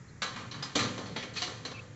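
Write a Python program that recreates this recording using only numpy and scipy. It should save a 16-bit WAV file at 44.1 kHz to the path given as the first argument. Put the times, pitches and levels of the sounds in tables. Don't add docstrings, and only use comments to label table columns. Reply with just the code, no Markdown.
import sys
import numpy as np
from scipy import signal
from scipy.fft import rfft, irfft
from scipy.io import wavfile

SR = 44100
rng = np.random.default_rng(int(sys.argv[2]) if len(sys.argv) > 2 else 0)


def put_to_file(sound):
    columns = np.atleast_2d(sound).T
    safe = np.clip(columns, -1, 1)
    whole_steps = np.round(safe * 32767)
    wavfile.write(sys.argv[1], SR, whole_steps.astype(np.int16))


N = 85995
TOP_HZ = 7600

OCTAVES_HZ = [250, 500, 1000, 2000, 4000, 6500]
# (time [s], rise [s], t60 at 2 kHz [s], level in each of the six bands [dB])
BLOWS = [ (.2185, .002, .24, -49, -45, -38, -36, -35, -41),
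         (.357, .006, 0.42, -49, -56, -44, -46, -49, -55.5),
         (0.511, 0.0039, 0.27, -56, -63, -52, -52.5, -45, -58.5),
         (.539, 0.0038, 1, -51.5, -65, -50, -51.5, -57, -63),
         (0.624, .002, 0.37, -55, -60, -46, -47.5, -42, -48.5),
         (0.751, 0.0065, 0.32, -37.5, -35.5, -35.5, -37, -31.5, -35.5),
         (0.79, 0.0015, 0.43, -39, -44, -39, -34, -34.5, -42),
         (.977, 0.003, 0.27, -45, -42.5, -43, -51, -45, -53.5),
         (1.058, 0.002, 0.42, -61.5, -48.5, -59, -56.5, -49, -66),
         (1.16, 0.0041, 0.3, -46.5, -46, -44, -39.5, -40, -51.5),
         (1.222, 0.0092, 0.17, -60, -49, -62.5, -42, -48, -54.5),
         (1.335, 0.0051, 0.31, -58, -61, -65.5, -68.5, -51.5, -53.5),
         (1.355, 0.014, 0.67, -53.5, -57, -48.5, -45, -39.5, -47.5),
         (1.418, .002, 0.24, -58.5, -53.5, -45.5, -40, -34.5, -41.5),
         (1.47, 0.011, .35, -61.5, -47, -48, -52.5, -61.5, -61.5),
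         (1.650, .0015, 0.26, -53, -46.5, -47, -45.5, -42, -50.5),
         (1.705, 0.013, 0.1, -56, -52, -49, -57, -49, -62)]


def clatter():
    # (level relative to the blow [dB], t60 [s])
    echoes = [(-6, 1.16), (-12.5, 1.9), (-8, 0.59), (-16.5, 1.77), (-12, 0.57), (-17.5, 1.46)]
    chatter = undb(0.93 * wander(rate_hz=353))
    out = np.zeros(N)
    for band, (gain, hz, (echo_db, echo_t60)) in enumerate(zip(steel_bands(), OCTAVES_HZ, echoes)):
        decay_stretch = (2000 / hz) ** 0.033
        direct_power, echo_power = 0, 0
        for start, rise, t60, *band_dbs in BLOWS:
            body = envelope(start, rise, t60 * decay_stretch, hold=0.004)
            contact = undb(-12) * envelope(start, rise, t60=0.015)
            tail = envelope(start, rise=0.066, t60=echo_t60)
            direct_power += (undb(band_dbs[band]) * (body + contact)) ** 2
            echo_power += (undb(band_dbs[band] + echo_db) * tail) ** 2
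        out += np.sqrt(direct_power) * chatter * noise(gain)
        out += np.sqrt(echo_power) * noise(gain)
    return out


def steel_bands():
    # (frequency [Hz], gain [dB])
    steel_response = [(180, -1.5), (290, 4.5), (360, -2.5), (430, 5.5), (520, 2), (600, -5), (740, -0.5),
                      (980, 1), (1150, 4.5), (1420, -1.5), (1680, 0.5), (2330, -0.5), (2750, -2), (3500, 3),
                      (4400, 4.5), (5300, -3.5), (6200, 5.5), (7500, -0.5)]
    modes_per_hz, width_hz, smooth_share = 0.012, 15, 0.4
    f = freqs()
    modes = (rng.random(len(f)) < modes_per_hz * SR / N).astype(float)
    offset_hz = (np.arange(len(f)) - len(f) // 2) * SR / N
    peak_shape = 1 / (1 + (2 * offset_hz / width_hz) ** 2)
    power = signal.fftconvolve(modes, peak_shape, "same")
    ripple = np.sqrt(smooth_share + (1 - smooth_share) * power / power.mean())
    passband = (f < TOP_HZ + 1000) / (1 + (150 / f) ** 6)
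    gain = ripple * colour(steel_response) * passband
    band_shares = [np.interp(np.log(f), np.log(OCTAVES_HZ), row) for row in np.eye(len(OCTAVES_HZ))]
    return [gain * np.sqrt(share) for share in band_shares]


def frame_ring():
    # (frequency [Hz], level relative to the blow at that frequency [dB], t60 [s])
    modes = [(190.4, -8, 1.5), (249.4, -6, 0.75), (298, -10.5, .9), (488, -16, 1.7), (513, -13, 1.68),
             (743, -22.5, 1.9), (1036, -16.5, 0.36), (1196, -15, .9), (1307, -12.5, .5), (1550, -24.5, 1.7),
             (1933, -24.5, 0.76), (2234, -10, 0.34), (3096, -22, 0.29), (3830, -17, .35),
             (4370, -15.5, 0.18)]
    out = np.zeros(N)
    for hz, db, t60 in modes:
        power = 0
        for start, rise, _, *band_dbs in BLOWS:
            blow_db = np.interp(np.log(hz), np.log(OCTAVES_HZ), band_dbs)
            power += (undb(db + blow_db) * envelope(start, rise, t60)) ** 2
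        out += np.sqrt(power) * wavering_tone(hz, depth=0.00408, rate_hz=46.3)
    return out


def loose_parts():
    # (time [s], frequency [Hz], level [dB], t60 [s])
    pings = [(.219, 1187, -39, .27), (.219, 1330, -41, .25), (.219, 1517, -42, .28), (.219, 1657, -38, .25),
             (.219, 3980, -42, .38), (.219, 4095, -44, .36), (.513, 4130, -45, .12), (.54, 3950, -45, .13),
             (.627, 4890, -39, .15), (.627, 5080, -40, .15), (.627, 3600, -43, .07), (.753, 290, -32, .2),
             (.754, 3150, -33, .08), (.754, 3450, -35, .08), (.755, 2355, -40, .3), (.797, 4050, -33, .14),
             (1.163, 880, -41, .13), (1.163, 1958, -49, .5), (1.163, 3343, -45, .3),
             (1.163, 3680, -44, .14), (1.42, 722, -41, .24), (1.42, 2892, -40, .22), (1.42, 4080, -35, .09),
             (1.42, 4477, -40, .2), (1.651, 4066, -38, .13)]
    out = np.zeros(N)
    for start, hz, db, t60 in pings:
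        decay = envelope(start, rise=0.00067, t60=t60)
        out += undb(db) * decay * wavering_tone(hz, depth=0.0044, rate_hz=110)
    return out


def squeaks():
    # (time [s], duration [s], frequency [Hz], level [dB])
    slips = [(0.075, 0.038, 4200, -64), (1.362, 0.031, 2580, -39.5), (1.36, 0.046, 4330, -38.5),
             (1.735, 0.043, 2630, -48), (1.76, 0.04, 2330, -49.5), (1.789, 0.016, 2580, -43.5)]
    t, out = np.arange(N) / SR, np.zeros(N)
    for start, duration, hz, db in slips:
        swell = np.sin(np.pi * np.clip((t - start) / duration, 0, 1))
        out += undb(db) * swell * wavering_tone(hz, depth=0.038, rate_hz=400)
    return out


def boom():
    hz = 112.64
    bass = noise(resonance(hz, width_hz=36)) + undb(-4.5) * tone(hz)
    return undb(-39) * envelope(start=0.785, rise=0.045, t60=1) * bass


def rumble_swells():
    # (time [s], frequency [Hz], level [dB])
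    low_swells = [(.37, 175, -52), (.55, 155, -42.5), (1.07, 160, -46.5), (1.42, 375.7, -52),
                  (1.6, 265, -50)]
    out = np.zeros(N)
    for start, hz, db in low_swells:
        swell = envelope(start, rise=0.048, t60=0.35)
        out += undb(db) * swell * wavering_tone(hz, depth=0.0765, rate_hz=40)
    return out


def background():
    # (frequency [Hz], relative spectral density [dB])
    air_spectrum = [(25, -23), (60, -22), (105, -6.5), (200, -25), (400, -22.5), (700, -32), (1900, -27.5),
                    (2900, -42), (5000, -40), (7000, -35.5), (8000, -40.5)]
    rumble = undb(-51) * noise(resonance(125.5, width_hz=86))
    hum = undb(-57) * wavering_tone(115.1, depth=0.041, rate_hz=15)
    air = undb(-54) * noise(colour(air_spectrum))
    return rumble + hum + air


def undb(db):
    return 10 ** (np.asarray(db) / 20)


def freqs():
    return np.maximum(np.arange(N // 2 + 1) * SR / N, 1)


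def colour(points):
    hz, db = np.array(points).T
    return undb(np.interp(np.log(freqs()), np.log(hz), db))


def resonance(hz, width_hz):
    return 1 / (1 + ((freqs() / hz - hz / freqs()) * hz / width_hz) ** 2)


def noise(gain):
    shaped = irfft(gain * rfft(rng.standard_normal(N)), N)
    return shaped / (np.std(shaped) + 1e-12)


def wander(rate_hz):
    return noise(np.exp(-(freqs() / rate_hz) ** 2))


def envelope(start, rise, t60, hold=0):
    age = np.arange(N) / SR - start
    return np.clip(age / rise, 0, 1) * np.exp(-np.log(1000) * np.maximum(age - rise - hold, 0) / t60)


def tone(hz):
    return np.sqrt(2) * np.sin(2 * np.pi * (np.cumsum(hz * np.ones(N)) / SR + rng.random()))


def wavering_tone(hz, depth, rate_hz):
    return tone(hz * (1 + depth * wander(rate_hz)))


def scene():
    steel = clatter() + frame_ring() + loose_parts() + squeaks()
    return (steel + boom() + rumble_swells() + background())[None]


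def record(dry):
    return signal.sosfilt(signal.ellip(8, 0.3, 65, TOP_HZ, fs=SR, output="sos"), dry)


dry = scene()
out = record(dry)
put_to_file(out)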